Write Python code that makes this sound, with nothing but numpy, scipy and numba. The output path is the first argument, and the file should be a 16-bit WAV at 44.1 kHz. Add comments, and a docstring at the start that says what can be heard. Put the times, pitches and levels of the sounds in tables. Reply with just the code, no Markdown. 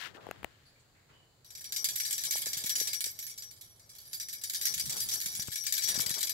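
"""A quiet room, where a hand shakes a small pellet bell toy near a hand-held stereo microphone.
The pellet hits, bounces and rolls in the shell; thin metal modes ring on over a short hard rattle.
Fingers knock and rub on the microphone body, and the grip shifts with a low rumble.
Faint clinks come from far off before the shaking starts, and the room hums throughout."""
import sys
import numpy as np
from scipy import signal
from scipy.fft import rfft, irfft
from scipy.io import wavfile
from scipy.ndimage import map_coordinates
from numba import njit

SR = 44100
rng = np.random.default_rng(int(sys.argv[2]) if len(sys.argv) > 2 else 0)


def pcm_store(signal):
    """Save signal as 16-bit PCM."""
    levels = np.round(np.clip(np.atleast_2d(signal), -1, 1) * 32767)
    wavfile.write(sys.argv[1], SR, levels.astype(np.int16).T)


N = 279141
BIN_HZ = np.maximum(np.fft.rfftfreq(N, 1 / SR), 1)

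# The pellet hits the wall. Each row: start in seconds, relative strength in dB.
PELLET_HITS = [(1.4457, -47), (1.5039, -38.5), (1.5506, -33.5), (1.575, -34.5), (1.6085, -36.5),
               (1.642, -33.5), (1.7225, -21), (1.7625, -18), (1.8433, -12), (1.8866, -21.5),
               (1.9566, -23.5), (1.999, -18.5), (2.0513, -23), (2.1079, -24), (2.1265, -20),
               (2.1796, -23.5), (2.236, -23), (2.25, -22), (2.3082, -19), (2.3215, -21), (2.356, -26),
               (2.368, -23), (2.418, -25), (2.458, -22.5), (2.5318, -21), (2.5698, -22), (2.6377, -27),
               (2.66, -18), (2.6943, -19), (2.7544, -18.5), (2.7812, -24), (2.8001, -17), (2.872, -21),
               (2.9309, -20), (3.0062, -17), (3.0411, -18.5), (3.058, -23), (3.1894, -25.5), (3.226, -35.5),
               (3.2666, -28.5), (3.298, -33), (3.3768, -35), (3.4218, -34), (3.509, -40.5), (3.6104, -38.5),
               (3.795, -52), (3.8922, -44.5), (3.9516, -41.5), (3.984, -39.5), (4.0515, -46), (4.1312, -26),
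               (4.1995, -26), (4.2086, -26), (4.2857, -29.5), (4.3281, -28), (4.4135, -36), (4.4369, -21.5),
               (4.4973, -23.5), (4.5349, -24.5), (4.546, -19.5), (4.613, -20), (4.6538, -17), (4.6674, -18),
               (4.7392, -22), (4.7782, -23), (4.7962, -20.5), (4.856, -31), (4.8955, -19.5), (4.924, -24.5),
               (4.9673, -26.5), (5.0021, -22), (5.0874, -26), (5.1128, -24), (5.1374, -23.5),
               (5.2022, -24.5), (5.2584, -26), (5.3484, -28), (5.3965, -26), (5.4194, -25.5), (5.4728, -31),
               (5.5184, -23), (5.557, -23.5), (5.6377, -35), (5.666, -23), (5.7236, -18), (5.7384, -23.5),
               (5.7672, -26), (5.779, -18.5), (5.8213, -23.5), (5.8377, -20), (5.8717, -27),
               (5.8856, -20.5), (5.9425, -27), (5.9583, -24), (5.9877, -17.5), (6.0036, -16.5),
               (6.0618, -18), (6.093, -22), (6.1041, -20), (6.1411, -20), (6.1825, -23), (6.2079, -19),
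               (6.2294, -16.5), (6.2703, -23), (6.2946, -19.5)]
# The shaking hand keeps the pellet rolling. Each row: time in seconds, relative strength in dB.
ROLL_CURVE = [(1.36, -62.5), (1.62, -55), (1.93, -32.5), (2.83, -35.5), (3.15, -45), (3.84, -58),
              (4.53, -41), (5.1, -29.5), (5.5, -40), (5.9, -29.5), (6.33, -48)]
# The bell's metal modes. Each entry: pitch in Hz.
BELL_MODE_HZ = [1728, 2150, 2285, 3090, 3375, 3750, 3918, 4255, 4518, 4834, 4935, 5232, 5765, 6690, 6918,
                7300, 7659, 8474, 10042, 10150, 11685, 11725]
# The same modes, in order. Each row: relative level in dB, time to fade 60 dB (t60) in seconds.
BELL_MODES = [(-10.5, 0.052), (-18.5, 0.091), (-11, 0.064), (-16.5, 0.094), (-9, 0.066), (-13, 0.095),
              (-6, 0.053), (-11.5, 0.038), (-4, 0.048), (-3, 0.15), (-9.5, 0.13), (-15.5, 0.057), (0, 0.28),
              (-13, .05), (-3.5, 0.043), (-11.5, 0.039), (-3, 0.036), (1, 0.025), (-6, 0.21), (-10.5, 0.15),
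              (0.5, 0.14), (-6, 0.13)]
# The tone of the shell's rattle. Each row: frequency in Hz, relative level in dB.
SHELL_COLOUR = [(1400, -29.5), (2000, -22), (2700, -24.5), (3600, -11), (5000, -12), (7500, -1.5),
                (9300, -10), (12000, -0.5), (13800, -3.5), (15600, -3.5)]
# Where the toy sits. Each row: time in seconds, lag of the left port in ms, pan in dB.
# Pan is always left level minus right level.
TOY_POSITION = [(1.4, .4, 1), (3.0, .4, 1.5), (3.6, .2, -2), (4.5, .2, 1.5), (5.3, .2, 1.5), (5.7, .05, 6),
                (6.3, .02, 5.5)]
# The microphone body shadows the toy. Each row: frequency in Hz, pan in dB.
MIC_SHADOW = [(1300, 4), (2400, 1.5), (4400, 3.5), (8100, 0.5), (15000, -6.5)]
# Fingers knock on the microphone. Each row: start in seconds, thud peak in dB, pitch in Hz,
# pan in dB, tick peak against the thud in dB.
FINGER_KNOCKS = [(0.15, -45, 385, 20, -14), (0.268, -33, 720, 26, -4), (0.289, -34.5, 410, 13, -2),
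                 (0.312, -31, 780, 10, 7.5), (0.431, -43.5, 716, 14, 11.5), (0.445, -26.5, 642, 16, 2.5),
                 (2.356, -35.5, 768.4, -25, -2), (2.467, -39, 440.5, -36, -1), (2.569, -43, 127, -7, -6),
                 (2.643, -40, 191.3, -4.0, 0), (2.813, -36, 409.2, -33, -6), (3.066, -44.5, 469.9, -27, -6),
                 (5.262, -43.5, 146.8, 17, 3), (5.394, -39.5, 167.2, 9, 4.5), (5.484, -35.5, 117.1, 17, 2),
                 (5.954, -37.5, 552.2, 21, -3), (5.976, -33.5, 217.8, 20, -18), (5.996, -37, 128.1, 26, 11),
                 (6.064, -40, 145.8, 24, -8), (6.108, -39, 146.6, 22.5, 2)]
# Skin slides on the microphone. Each row: start in seconds, hold in seconds, level in dB,
# t60 in seconds, pan in dB.
RUB_STROKES = [(0, 0.061, -44, 0.16, 38), (0.147, 0.021, -57, 0.082, 18), (.21, 0.084, -60.5, 2.3, 4.5)]
# The grip shifts in swells. Each row: middle in seconds, half length in seconds, rumble in dB,
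# scuff in dB, pan in dB.
GRIP_SWELLS = [(0.27, 0.37, -61.5, -58, 4.5), (1.851, .3, -69, -67.5, -4), (2.6, 0.91, -70, -62, -6.5),
               (4.945, 0.57, -56, -60, -0.5), (5.405, .2, -66, -63, 5), (6.051, 0.46, -63.5, -55, 10)]
# Bright rub, deep rumble and dull scuff. Each row: frequency in Hz, relative noise density in dB.
SKIN_RUB_COLOUR = [(120, -50), (200, -26), (883, -13), (1680, 1), (2470, -6), (2800, -3), (4040, -8.5),
                   (9580, -25.5), (16000, -26)]
GRIP_RUMBLE_COLOUR = [(20, -32), (60, -4), (120, -1), (200, -4), (400, -25), (3000, -82)]
GRIP_SCUFF_COLOUR = [(100, -34), (300, -3.5), (550, -3.5), (900, -6), (1500, -9), (4000, -67)]
# Far clinks. Each row: start in seconds, pitch in Hz, bandwidth in Hz, level in dB, t60 in seconds.
FAR_CLINKS = [(0.651, 4530, 90, -63, 0.55), (.65, 4520, 1111, -64, 0.27), (.655, 11000, 300, -69, 0.31),
              (.75, 2270, 100, -63.5, 0.22), (0.777, 4400, 80, -70, 0.28), (.79, 7400, 833.3, -60.5, 0.15),
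              (0.939, 2100, 650, -66, 0.84), (1.085, 1870, 2700, -60.5, 0.63),
              (1.091, 980, 138.4, -66, 0.29), (1.124, 2995, 60, -63.5, 0.72),
              (1.201, 2920, 60, -72.5, 0.19)]
# The room's hum and hiss. Each row: frequency in Hz, relative noise density in dB.
ROOM_COLOUR = [(20, 6.5), (50, -3.5), (105, 5.5), (140, 2.5), (200, -9.5), (480, -9), (900, -13),
               (1600, -17), (3000, -23), (4400, -14), (5700, -26), (7300, -15.5), (8800, -27.5),
               (16000, -26.5)]
# The room tone's stereo image. Each row: frequency in Hz, left-right likeness from 0 (wide) to 1 (mono).
ROOM_LIKENESS = [(60, 0.97), (240, 0.79), (950, 0.27), (3770, 0), (15000, 0.034)]


def toy(reverb_db=-13, reverb_t60=0.18, low_cut_hz=1450):
    """Bell and rattle reach the two ports with a lag and a room tail; so small a body radiates no bass."""
    touches = pellet()
    lag_ms, pan_db = in_time(TOY_POSITION)
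    left, right = bell(touches) + shell(touches)
    lagged_left = map_coordinates(left, [np.arange(N) - lag_ms * SR / 1000], order=3)
    direct = np.array([lagged_left, right])
    wet = direct + amp(reverb_db) * room_tail(direct, reverb_t60)
    thin = signal.sosfilt(signal.butter(6, low_cut_hz, "high", fs=SR, output="sos"), wet)
    shadowed = irfft(panned(rfft(thin), at_hz(MIC_SHADOW, BIN_HZ)), N)
    return panned(shadowed, pan_db)


def pellet(bounces_per_s=1500, bounce_db=-9, rolls_per_s=550, roll_db=-8, flight_db=-5, spread_db=4):
    """The pellet hits, bounces and rolls. Gives each touch's sample, strength, hit number and contact."""
    hit_s, hit_db = np.transpose(PELLET_HITS)
    hits, samples = np.round(hit_s * SR).astype(int), np.arange(N)
    last_hit = np.maximum(np.searchsorted(hits, samples, "right") - 1, 0)
    # It bounces longer in a long swing and shorter after a hard hit.
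    swing_s = np.minimum(np.diff(hit_s, append=N / SR), .06)
    hardness_db = (hit_db - np.median(hit_db)).clip(0)
    bounce_s = np.maximum(.009 + .2 * swing_s - .0003 * hardness_db, .002)
    contact = np.exp(-np.abs(samples - hits[last_hit]) / SR / bounce_s[last_hit])
    touched = rng.random(N) < (rolls_per_s + bounces_per_s * contact) / SR
    touched[hits] = True
    touched[:hits[0]] = False
    # It leaves the wall late in the swing, so the rolling ducks before the next hit.
    to_next_s = (np.append(hits, N + SR)[last_hit + 1] - samples) / SR
    flight = np.clip(1 - to_next_s / (.3 * swing_s[last_hit]), 0, 1)
    rolling = amp(in_time(ROLL_CURVE)[0] + roll_db + flight_db * flight + 3 * drift(15))
    bouncing = amp(hit_db[last_hit] + bounce_db) * contact
    accents = amp(spread_db * np.minimum(rng.exponential(1, N), 2))
    strength = (bouncing + rolling) * accents
    strength[hits] = amp(hit_db)
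    at = np.flatnonzero(touched)
    return at, strength[at], last_hit[at], contact[at]


def bell(touches, level_db=-25, blow_power=0.82):
    """Thin metal modes ring on between touches; hard blows feed them less than in proportion."""
    at, strength, last_hit, contact = touches
    mode_db, t60 = np.transpose(BELL_MODES)
    softened = (at, strength ** blow_power, last_hit, contact)
    return toy_modes(softened, np.array(BELL_MODE_HZ, float), mode_db + level_db, t60,
                     damping=.3, turn_db=2, port_db=3, alike=0.3, max_boost_db=4.5)


def shell(touches, level_db=-16, mode_count=48, ring_cycles=60):
    """Many short, closely spaced modes make a broad crisp tick with its own colour at each hit."""
    hz = np.linspace(np.sqrt(1500), np.sqrt(16000), mode_count) ** 2
    return toy_modes(touches, hz, at_hz(SHELL_COLOUR, hz) + level_db, ring_cycles / hz,
                     damping=0, turn_db=3.5, port_db=1.5, alike=0.34, max_boost_db=13)


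def toy_modes(touches, hz, gain_db, t60, damping, turn_db, port_db, alike, max_boost_db):
    """The toy turns between hits: each mode is struck anew and radiates differently to the two ports."""
    at, strength, last_hit, contact = touches
    per_hit = (len(PELLET_HITS), len(hz))
    turned_db = turn_db * rng.standard_normal(per_hit) + port_db * rng.standard_normal((2, *per_hit))
    turned_db = turned_db.clip(None, max_boost_db)[:, last_hit]
    shared, left, right = rng.standard_normal((3, len(at), len(hz)))
    step = amp(-60 / (t60 * SR)) * np.exp(2j * np.pi * hz / SR)
    # A touch damps a mode only where the wall moves, and also upsets the phase of its ring.
    reach = 0.059 + rng.random(per_hit)[last_hit] ** 2
    jolt = np.exp(2j * damping * (contact[:, None] + 0.03) * rng.standard_normal(reach.shape))
    kept = (1 - damping * reach * contact[:, None]) * jolt
    channels = []
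    for db, own in zip(turned_db, (left, right)):
        coupling = np.sqrt(alike) * shared + np.sqrt(1 - alike) * own
        blows = strength[:, None] * amp(gain_db + db) * coupling
        channels.append(struck_modes(at, blows, kept, step))
    return np.array(channels)


@njit
def struck_modes(at, blows, kept, step):
    """Each mode is a fading sine; a touch keeps a share of what rings and adds its own blow."""
    out = np.zeros(N)
    for mode in range(len(step)):
        state, touch = 0j, 0
        for i in range(at[0], N):
            state *= step[mode]
            if touch < len(at) and i == at[touch]:
                state = state * kept[touch, mode] + blows[touch, mode]
                touch += 1
            out[i] += state.imag
    return out


def finger_knocks(ring_cycles=4.34, rise_s=0.0013, tick_hz=1500, tick_t60=0.0051):
    """Each knock rings the microphone body for a few cycles, with a short broad tick on top."""
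    out, t = np.zeros((2, N)), np.arange(SR // 10) / SR
    tick_pole = np.exp(-2 * np.pi * tick_hz / SR)
    for start_s, db, hz, pan_db, tick_db in FINGER_KNOCKS:
        attack = np.minimum(t / rise_s, 1) ** 2
        thud = np.sin(2 * np.pi * hz * t) * amp(-60 * t * hz / ring_cycles) * attack
        burst = signal.lfilter([1], [1, -.35], rng.standard_normal(len(t)) * amp(-60 * t / tick_t60))
        tick = signal.lfilter([1, -.85], [1, -tick_pole], burst) + .97 * ring(burst, hz=2479, t60=.0013)
        knock = thud / abs(thud).max() + amp(tick_db) * tick / abs(tick).max()
        i = round(start_s * SR)
        out[:, i:i + len(t)] += panned(amp(db) * knock, pan_db)[:, :N - i]
    return out


def handling(rub_attack_s=.012):
    """Skin slides on the microphone in grainy strokes; the shifting grip swells into rumble and scuff."""
    out, t = np.zeros((2, N)), np.arange(N) / SR
    rub = skin_noise(SKIN_RUB_COLOUR, flutter_db=2.5, flutter_hz=420)
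    rumble = skin_noise(GRIP_RUMBLE_COLOUR, flutter_db=4, flutter_hz=8.5)
    scuff = skin_noise(GRIP_SCUFF_COLOUR, flutter_db=4.5, flutter_hz=14)
    for start_s, hold_s, db, t60, pan_db in RUB_STROKES:
        attack = np.clip((t - start_s) / rub_attack_s + 1, 0, 1)
        level = amp(db - 60 * (t - start_s - hold_s).clip(0) / t60)
        out += panned(attack * level * rub, pan_db)
    for middle_s, half_s, rumble_db, scuff_db, pan_db in GRIP_SWELLS:
        swell = np.cos(np.pi / 2 * np.clip((t - middle_s) / half_s, -1, 1)) ** 2
        out += panned(swell * (amp(rumble_db) * rumble + amp(scuff_db) * scuff), pan_db)
    return out


def skin_noise(colour, flutter_db, flutter_hz):
    """Uneven friction reaches each port through the body, so each channel has its own noise."""
    return coloured(rng.standard_normal((2, N)), colour) * amp(flutter_db * drift(flutter_hz))


def far_clinks(attack_s=0.016):
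    """Clinks blurred by distance: dying noise in a resonance."""
    out, t = np.zeros((2, N)), np.arange(SR // 2) / SR
    for start_s, hz, width_hz, db, t60 in FAR_CLINKS:
        resonance_t60 = np.log(1000) / (np.pi * width_hz)
        tone = rms_one(ring(rng.standard_normal((2, len(t))), hz, resonance_t60))
        i = round(start_s * SR)
        out[:, i:i + len(t)] += amp(db - 60 * t / t60) * np.minimum(t / attack_s, 1) * tone
    return out


def room_tail(x, t60, predelay_s=.002):
    """Dense reflections off the walls, unrelated in the two channels."""
    t = np.arange(SR // 2) / SR
    tail = rng.standard_normal((2, len(t))) * amp(-60 * t / t60) * (t > predelay_s)
    tail /= np.sqrt((tail ** 2).sum(axis=1, keepdims=True))
    return signal.fftconvolve(x, tail, axes=1)[:, :N]


def room_tone(level_db=-64):
    """A steady bed of hum and hiss, centred in the bass and wide in the treble."""
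    mid, side = rfft(rng.standard_normal((2, N)))
    alike = at_hz(ROOM_LIKENESS, BIN_HZ)
    pair = np.sqrt(1 + alike) * mid + np.sqrt(1 - alike) * side * [[1], [-1]]
    return amp(level_db) * coloured(irfft(pair, N), ROOM_COLOUR)


def amp(db):
    """Gain of a level in dB."""
    return 10 ** (np.asarray(db) / 20)


def rms_one(x):
    """Scaled to rms 1."""
    return x / np.sqrt(np.mean(x ** 2) + 1e-20)


def in_time(rows):
    """A table's columns as automation curves, one value a sample."""
    times_s, *columns = np.transpose(rows)
    return [np.interp(np.arange(N) / SR, times_s, column) for column in columns]


def at_hz(points, hz):
    """A spectrum table read on a log-frequency axis."""
    point_hz, values = np.transpose(points)
    return np.interp(np.log(hz), np.log(point_hz), values)


def panned(x, pan_db):
    """Left stands pan_db above right; the two gains always sum to 2."""
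    left = amp(pan_db / 2)
    return x * np.array([left, 1 / left]).reshape(2, -1) * 2 / (left + 1 / left)


def drift(rate_hz):
    """A random wobble that glides through two points a cycle, each of spread 1."""
    knots = rng.standard_normal(4000)
    return np.interp(np.arange(N) / SR * rate_hz * 2, np.arange(len(knots)), knots)


def ring(x, hz, t60):
    """A resonator: a unit click sets a sine of height 1 ringing."""
    decay, angle = amp(-60 / (t60 * SR)), 2 * np.pi * hz / SR
    return signal.lfilter([0, np.sin(angle)], [1, -2 * decay * np.cos(angle), decay ** 2], x + 1e-18)


def coloured(x, spectrum):
    """x shaped by a spectrum, at rms 1."""
    return rms_one(irfft(rfft(x) * amp(at_hz(spectrum, BIN_HZ)), N))


def scene():
    """The toy up front, the fingers on the microphone, the room behind."""
    return toy() + finger_knocks() + handling() + far_clinks() + room_tone()


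def record(dry):
    """The microphone loses the bass below 45 Hz; the top is cut steeply at 15750 Hz."""
    low_cut = signal.butter(2, 45, "high", fs=SR, output="sos")
    high_cut = signal.ellip(12, .5, 80, 15750, fs=SR, output="sos")
    return signal.sosfilt(high_cut, signal.sosfilt(low_cut, dry))


dry = scene()
out = record(dry)
pcm_store(out)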